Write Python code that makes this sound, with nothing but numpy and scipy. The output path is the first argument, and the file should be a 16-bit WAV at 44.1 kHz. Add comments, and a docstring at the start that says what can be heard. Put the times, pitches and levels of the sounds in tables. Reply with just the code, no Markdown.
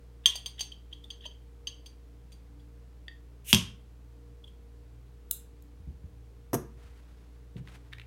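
"""Opening a bottle with nail clippers

Over a living room's mains hum, nail clippers pry at the crown cap of a glass bottle. Each slip of the
steel scrapes and excites damped modes of cap and glass. Gas hisses, the crimp lets go and the air in
the neck resonates with a pop; the loose cap ticks as it lifts off. The clippers snap in the hand and
land on a towel-covered table; the person sits down on a seat that creaks by stick-slip friction."""
import sys
import numpy as np
from scipy import signal
from scipy.fft import rfft, irfft, next_fast_len
from scipy.io import wavfile
from scipy.ndimage import map_coordinates

SR = 44100
rng = np.random.default_rng(int(sys.argv[2]) if len(sys.argv) > 2 else 0)


def to_wav(s):
    """Save 16-bit WAV."""
    ch = np.atleast_2d(s).T  # columns
    pcm = np.round(np.clip(ch, -1, 1) * 32767)  # PCM
    wavfile.write(sys.argv[1], SR, pcm.astype(np.int16))


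N = 355645
CLOCK = np.arange(N) / SR
AGE = np.arange(int(.6 * SR)) / SR  # time since a blow [s]

# reverberation of the room: (frequency [Hz], t60 [s])
ROOM_DECAY = [(100, 0.58), (500, 0.27), (1500, .4), (3200, 0.33), (6500, 0.28), (10000, 0.26),
              (16000, 0.16)]
# hum of an appliance motor: (frequency [Hz], rms level [dB])
HUM_PARTIALS = [(59.1, -50), (118.2, -63), (177.3, -73), (234.5, -81.5), (292, -71.5), (409.5, -78.5),
                (469, -69)]
# background hiss and rumble: (frequency [Hz], level [dB])
AIR_SPECTRUM = [(80, -26), (140, -4), (200, -8), (295, -3.5), (350, -9), (470, -7), (550, -13),
                (1000, -17.5), (1600, -21.5), (4000, -27.5), (8000, -33), (16000, -41.5)]
RUMBLE_SPECTRUM = [(15, 2.5), (35, 6), (55, 1.5), (85, 3.5), (130, 0), (200, -10), (400, -37.5)]

# hands come down on the table: (time [s], level [dB], contact cutoff [Hz])
HAND_PATS = [(5.801, -40, 45), (5.873, -33.5, 164), (6.04, -34.5, 70), (6.841, -43.5, 45)]
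# the bottle rocks on its base: (time [s], level [dB])
BOTTLE_ROCKS = [(1.254, -49)]
# table top, table on its legs, bottle base, seat frame: (frequency [Hz], level [dB], t60 [s])
TABLE_MODES = [(135.5, -4, 0.085), (238, -2.5, 0.076), (369.7, -2.5, 0.15), (465, -5.5, 0.078),
               (670, -12, 0.056), (920, -15, 0.037)]
SWAY_MODES = [(74.6, -9.5, 0.12)]
BASE_MODES = [(610, -1, 0.06), (964, 0, 0.061)]
FRAME_MODES = [(129.4, -5, .14), (152, 1, 0.044), (287, -13, 0.16), (354, -8.5, .053)]
# shirt and upholstery rub: (time [s], duration [s], level [dB])
CLOTH_RUBS = [(6.74, .24, -63), (6.8, .75, -69), (6.95, .06, -63), (7.56, .05, -59), (7.58, .6, -69),
              (7.645, .13, -56.5), (7.735, .05, -56)]
# the body drops into the seat, which creaks under the weight: (time [s], level [dB])
SEAT_THUMPS = [(7.558, -35.5), (7.585, -43.5)]
SEAT_CREAKS = [(7.567, -46), (7.5821, -57), (7.6745, -41), (7.6844, -43.5), (7.9225, -51), (7.928, -38.5),
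               (7.933, -32.5), (7.9834, -37.5), (7.9977, -37.5), (8.0157, -40)]
# rubbing cloth and a creak: (frequency [Hz], level [dB])
CLOTH_SPECTRUM = [(240, -23), (400, -4), (700, -5), (1400, -3.5), (3300, -10), (5000, -15), (9300, -20.5),
                  (16000, -30)]
CREAK_SPECTRUM = [(400, -31), (900, -16), (1200, -5.5), (2000, 5.5), (3400, 1), (4400, -6), (5500, -20),
                  (16000, -27)]

# the clippers shift in the hand: (time [s], level [dB], contact time [s])
HAND_SNAPS = [(5.3103, -12.5, .001), (5.6225, -52, .0015)]
# the clippers meet the table: (time [s], thud level [dB], jingle level [dB])
LANDING_HITS = [(6.5315, -18, -33.5), (6.5415, -21, -29), (6.549, -21, -40)]
# the clippers' leaves and lever: (frequency [Hz], level [dB], t60 [s])
LEAF_MODES = [(2850, -13, 0.014), (3530, -14, .012), (4100, -10, .012), (6700, -6, .012), (7330, -1, .012),
              (7620, 0.5, .02), (11500, 0, .015), (13100, 0.5, 0.017)]
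LEVER_MODES = [(1840, -8.5, 0.149), (1895, -8, 0.033), (4634, -12.5, 0.029)]
# snapping steel, contact through the towel, jingling lever: (frequency [Hz], level [dB])
SNAP_SPECTRUM = [(500, -45), (1000, -41), (1480, -16), (1870, -32), (2400, -22), (2900, -12), (3150, -16),
                 (3500, -5.5), (4100, -7), (5900, -14.5), (6600, -.5), (7600, 1.5), (8900, -6), (11600, 4),
                 (16000, -1)]
TOWEL_SPECTRUM = [(40, -35), (100, 2.5), (300, -0.5), (520, 1), (750, -15), (1000, -8), (1500, -16),
                  (2200, -28), (4000, -44), (9000, -57.5)]
JINGLE_SPECTRUM = [(2500, -8), (4500, -14), (5700, 0.5), (6600, 0), (7400, -13.5), (8400, 0), (9700, -12),
                   (11400, 4), (13200, -3), (14100, -10), (15500, -8.5)]

# steel slips on the cap; the last two ticks are the loose cap lifting off the neck:
# (time [s], level [dB], cap pitch [Hz], glass share [dB], grit share [dB])
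CAP_TICKS = [(0.2582, -3, 3222, -21, -20.5), (0.3551, -29.5, 3110, -3, -8.5),
             (0.4594, -23, 3240, -13.5, -16.5), (0.5933, -26, 3125, -14.5, -20),
             (0.6072, -20.5, 3230, -7.5, -15.5), (0.7182, -35.5, 3160, -16.5, -25),
             (0.9269, -33, 3230, -22.5, -30), (1.0396, -43, 3550, -26, -19.5),
             (1.1028, -29, 3230, -14, -25), (1.2053, -46, 3280, -18, -27),
             (1.2534, -33.5, 3140, -17.5, -24), (1.2588, -30.5, 3160, -17, -30),
             (1.3104, -48.5, 3200, -22.5, -34), (1.6706, -21, 3093, -13, -26),
             (1.8597, -39.5, 3320, -7, -13), (2.3201, -49, 3360, -6, -8), (2.5946, -62, 3370, -11, -12.5),
             (4.4392, -45, 3390, -35, -25), (4.4753, -50.5, 3240, -30, -15.5)]
# the jaw creeps along the crimp, and takes a new grip: (time [s], level [dB])
JAW_CREEPS = [(0.233, -61), (0.575, -50), (0.908, -63), (1.215, -59), (1.233, -52)]
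NEW_GRIPS = [(3.0812, -33.5)]
# gripped cap; glass with steel lever: (frequency [Hz], level [dB], t60 before hand damping [s])
GRIPPED_CAP_MODES = [(2740, -12.5, .012), (3064, -4.5, 0.017), (3277, 5, .022), (3430, -0.5, 0.033)]
BOTTLE_MODES = [(1100, -34, 0.22), (1724, -35.5, .2), (1930, -33, 0.18), (3321, -20, .11),
                (3776, -15.5, .08), (4210, -17.5, 0.17), (4597, -5.5, .07), (4688, -2, .085),
                (5450, -26, .1), (5600, -20, 0.14), (5670, -17, 0.079), (6150, -12, .08), (6320, 0.5, .085),
                (6440, -9.5, .05), (7597, -17, .12), (8750, -12.5, 0.14), (8848, -9.5, .08),
                (9570, -15, .1), (9600, -11.5, .08), (12600, -17.5, .1), (14040, -18.5, .1),
                (15180, -21, .1)]
# scraping steel and the jaw biting the crimp: (frequency [Hz], level [dB])
GRIT_SPECTRUM = [(100, -28), (600, -2.5), (950, 0.5), (1300, -11), (2000, -4), (3000, 7.5), (4200, 3),
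                 (5500, 0), (9000, -3), (11500, -8), (16000, -9.5)]
CRUNCH_SPECTRUM = [(1200, -28), (1900, -4), (2300, -21.5), (2750, -3.5), (3250, 1.5), (3650, 0),
                   (4200, -24), (6400, -28), (16000, -43.5)]

# the crimp lets go of the lip: (time [s], level [dB], ring share [dB])
CRIMP_RELEASES = [(3.529, -7.5, 0), (3.5377, -14.5, -5.5), (3.546, -12, -3.5)]
# freed cap and open neck; neck air and the room it shakes: (frequency [Hz], level [dB], t60 [s])
FREED_CAP_MODES = [(1094, -27.5, .22), (2800, -8, 0.017), (2920, -6, .016), (3190, -0.5, 0.018),
                   (3220, -6, .014), (3900, -22, 0.037), (4600, -12.5, 0.033), (5210, -23.5, 0.084),
                   (5660, -20.5, .07), (6740, -17.5, .03), (7540, -21.5, .07), (11400, -14.5, 0.043)]
NECK_AIR_MODES = [(83, -7, 0.15), (114.1, -5, 0.22), (179, -3, 0.15), (212.2, 1, 0.085), (372, -12, .08)]
# escaping gas and the crack of the crimp: (frequency [Hz], level [dB])
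GAS_SPECTRUM = [(710, -69), (1200, -27.5), (2790, 3), (4170, -10.5), (4500, -14.5), (4960, -12.5),
                (6580, -2.5), (7250, -7.5), (9210, -2.5), (14700, -5), (16000, -17)]
CRACK_SPECTRUM = [(40, -33), (150, -9.5), (450, 0), (680, 3.5), (1000, -0.5), (1450, -10), (2150, -6.5),
                  (2900, 7), (3900, -2), (6000, 2), (7500, -8.5), (9000, -.5), (11500, -5), (16000, -13.5)]


def amp(db):
    """The decibel scale: 20 dB is a factor of ten in amplitude."""
    return 10 ** (np.asarray(db) / 20)


def along(points, hz):
    """Interpolation of (frequency, value) points on a logarithmic frequency axis."""
    freqs, values = np.transpose(points)
    return np.interp(np.log(hz + 1), np.log(freqs), values)


def wobble(rate):
    """Smooth random modulation: a spline through `rate` Gaussian values a second."""
    return map_coordinates(rng.standard_normal(int(N * rate / SR) + 4), [CLOCK * rate])


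def noise(spectrum, size):
    """Spectral shaping of white noise, scaled to rms 1."""
    m = next_fast_len(size)
    gain = amp(along(spectrum, np.fft.rfftfreq(m, 1 / SR)))
    shaped = irfft(rfft(rng.standard_normal(m)) * gain, m)[:size]
    return shaped / np.sqrt(np.mean(shaped ** 2) + 1e-20)


def fade(t60, rise):
    """Exponential decay after a smooth onset, peak 1; both times in seconds."""
    shape = amp(-60 * AGE / t60) * (1 - np.exp(-(AGE / rise) ** 2))
    return shape / shape.max()


def stroke(start, length):
    """Envelope of a movement, peak 1: acceleration for 40% of its length, then slowing to rest."""
    phase = np.interp((CLOCK - start) / length, [0, .4, 1], [0, .5, 1])
    return np.sin(np.pi * phase)


def burst(spectrum, t60, rise):
    """A broadband transient: coloured noise under an exponential decay."""
    return noise(spectrum, len(AGE)) * fade(t60, rise)


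def ring(modes, rise):
    """Modal superposition: damped sinusoids whose strengths vary slightly from blow to blow."""
    strengths = amp(rng.standard_normal(len(modes)))
    return sum(strength * amp(db) * fade(t60, rise) * np.sin(2 * np.pi * hz * AGE)
               for strength, (hz, db, t60) in zip(strengths, modes))


def in_room(x, wet_db):
    """Reverberation: the direct sound plus its convolution with a diffuse, decaying tail."""
    hz, t, bands = signal.stft(rng.standard_normal(len(AGE)), SR, nperseg=256)
    decay = amp(-60 * t / along(ROOM_DECAY, hz)[:, None])
    tail = signal.istft(bands * decay, SR, nperseg=256)[1][:len(AGE)]
    tail *= 1 - np.exp(-(AGE / .0082) ** 2)  # wall reflections take time to build up
    return x + amp(wet_db) * signal.fftconvolve(x, tail / np.linalg.norm(tail))[:len(x)]


def add(track, start, x):
    """Linear superposition: x joins the track at `start` seconds."""
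    part = track[round(start * SR):][:len(x)]
    part += x[:len(part)]


def room_tone():
    """Amplitude and phase modulation make a motor's hum waver, over faint hiss and rumble."""
    (hum_hz, hum_db), *overtones = HUM_PARTIALS
    hum = amp(hum_db + .4 * wobble(3.6)) * np.sin(2 * np.pi * hum_hz * CLOCK + .06 * wobble(4))
    for hz, db in overtones:
        drift_rad = .8 * wobble(8)
        hum += amp(db + 3 * wobble(5)) * np.sin(2 * np.pi * hz * CLOCK + drift_rad)
    return np.sqrt(2) * hum + amp(-65) * noise(AIR_SPECTRUM, N) + amp(-61) * noise(RUMBLE_SPECTRUM, N)


def table_knocks():
    """Soft contact is a low-pass filter: hands excite the table's low modes. The bottle knocks once."""
    out = np.zeros(N)
    for start, db, cutoff_hz in HAND_PATS:
        modes = [(hz, level - 20 * np.log10(1 + (hz / cutoff_hz) ** 4), t60)
                 for hz, level, t60 in list(SWAY_MODES) + list(TABLE_MODES)]
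        thud = ring(modes, rise=.002)
        add(out, start, amp(db) * in_room(thud / np.abs(thud).max(), wet_db=-7))
    for start, db in BOTTLE_ROCKS:
        add(out, start, amp(db) * in_room(ring(BASE_MODES, rise=.0025), wet_db=-14))
    return out


def sitting():
    """Friction noise of cloth adds in power; the seat's frame thumps on impact and ticks by stick-slip."""
    rubbing = np.sqrt(sum((amp(db) * stroke(start, length)) ** 2 for start, length, db in CLOTH_RUBS))
    out = rubbing * amp(-2.5 + 1.9 * wobble(90)) * noise(CLOTH_SPECTRUM, N)
    for start, db in SEAT_THUMPS:
        add(out, start, amp(db) * in_room(ring(FRAME_MODES, rise=.0016), wet_db=-5.5))
    for start, db in SEAT_CREAKS:
        tick = burst(CREAK_SPECTRUM, t60=.0165, rise=.0001)
        add(out, start, amp(db - 4.5) * in_room(tick, wet_db=-13))
    return out


def clippers():
    """Damped impacts: steel snaps in the fist, then lands on the towel with a thud and a jingle."""
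    out = np.zeros(N)
    for start, db, contact_s in HAND_SNAPS:
        leaves = amp(-12.5) * ring(LEAF_MODES, rise=contact_s)
        crack = amp(-1.5) * burst(SNAP_SPECTRUM, t60=.014, rise=contact_s)
        add(out, start, amp(db - 4) * in_room(leaves + crack, wet_db=-9))
    for start, thud_db, jingle_db in LANDING_HITS:
        table = amp(-4.5) * ring(TABLE_MODES, rise=.0025)
        towel = amp(-2) * burst(TOWEL_SPECTRUM, t60=.024, rise=.00037)
        add(out, start, amp(thud_db) * in_room(table + towel, wet_db=-12))
        jingle = burst(JINGLE_SPECTRUM, t60=.048, rise=.00073)
        add(out, start, amp(jingle_db) * in_room(jingle, wet_db=-13))
    return out


def cap_tick(db, cap_hz, glass_db, grit_db):
    """Energy partition: what rings the glass is lost to the cap. Harder ticks are quicker and brighter."""
    force_db = db + 30  # relative to an ordinary tick
    contact_s = .0028 * .5 ** (force_db / 17.5)
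    takeover_db = -7  # beyond this share the glass takes the blow from the cap
    cap_db = -6.5 - 20 * np.log10(1 + amp(glass_db - takeover_db) ** 2)
    upper_glass_db = glass_db - 4.5 + .344 * force_db
    excitation = [(3500, cap_db), (4600, glass_db), (6300, upper_glass_db), (7600, grit_db)]
    average_grip_hz = 3314  # the cap's pitch follows the grip
    cap_modes = [(hz * cap_hz / average_grip_hz, level, t60) for hz, level, t60 in GRIPPED_CAP_MODES]
    held_modes = [(hz, level + along(excitation, hz), .83 * min(t60, .2))  # the hand damps the ring
                  for hz, level, t60 in cap_modes + list(BOTTLE_MODES)]
    tone = ring(held_modes, rise=contact_s)
    grit = amp(grit_db + 1.5) * burst(GRIT_SPECTRUM, t60=.022 + 4 * contact_s, rise=.00017)
    # scraping radiates in all directions, so more of it returns from the walls
    return amp(db) * (in_room(tone, wet_db=-12.5) + in_room(grit, wet_db=-7))


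def cap_handling():
    """Friction and impact: the jaw slips, creeps and grips anew; later the loose cap lifts off."""
    out = np.zeros(N)
    for start, db, cap_hz, glass_db, grit_db in CAP_TICKS:
        add(out, start, cap_tick(db, cap_hz, glass_db, grit_db))
    for start, db in JAW_CREEPS:
        add(out, start, amp(db) * burst(CRUNCH_SPECTRUM, t60=.09, rise=.012))
    for start, db in NEW_GRIPS:
        crunch = burst(CRUNCH_SPECTRUM, t60=.013, rise=.00063)
        lever = ring(LEVER_MODES, rise=.0014)
        add(out, start, amp(db - 3.5) * in_room(lever + crunch, wet_db=-11.5))
    return out


def opening():
    """Pressure release: gas leaks, the crimp tears free in three snaps and the neck's air resonates."""
    full_flow_s, lead_s, hold_s = 3.497, .051, .019
    widen_db_per_s, drain_db_per_s = 480, 899  # the gap widens, then the pressure is spent
    t = CLOCK - full_flow_s
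    flow_db = widen_db_per_s * np.minimum(t, 0) - drain_db_per_s * np.maximum(t - hold_s, 0)
    seal_broken = t > -lead_s
    out = in_room(amp(flow_db - 36) * seal_broken * noise(GAS_SPECTRUM, N), wet_db=-10.5)
    for start, db, ring_db in CRIMP_RELEASES:
        crack = amp(-5.5) * burst(CRACK_SPECTRUM, t60=.024, rise=.00026)
        cap = amp(ring_db) * ring(FREED_CAP_MODES, rise=.00021)
        add(out, start, amp(db) * (in_room(cap, wet_db=-12.5) + in_room(crack, wet_db=-8.5)))
    pop = ring(NECK_AIR_MODES, rise=.0055)
    add(out, CRIMP_RELEASES[0][0], amp(-17) * in_room(pop, wet_db=-13.5))
    return out


def scene():
    """Superposition: the pressures of all sources add at one point."""
    return (cap_handling() + opening() + clippers() + table_knocks() + sitting() + room_tone())[None]


def record(dry):
    """Band limiting and soft saturation: deep bass and top treble are cut, the highest peaks rounded."""
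    low_hz, top_hz = 46, 15950
    thinned = signal.sosfilt(signal.butter(4, low_hz, "highpass", fs=SR, output="sos"), dry)
    rounded = thinned / (1 + np.abs(thinned) ** 6) ** (1 / 6)
    m = next_fast_len(N + SR // 2)
    passband = np.fft.rfftfreq(m, 1 / SR) < top_hz
    return irfft(rfft(rounded, m) * passband, m)[..., :N]


dry = scene()
out = record(dry)
to_wav(out)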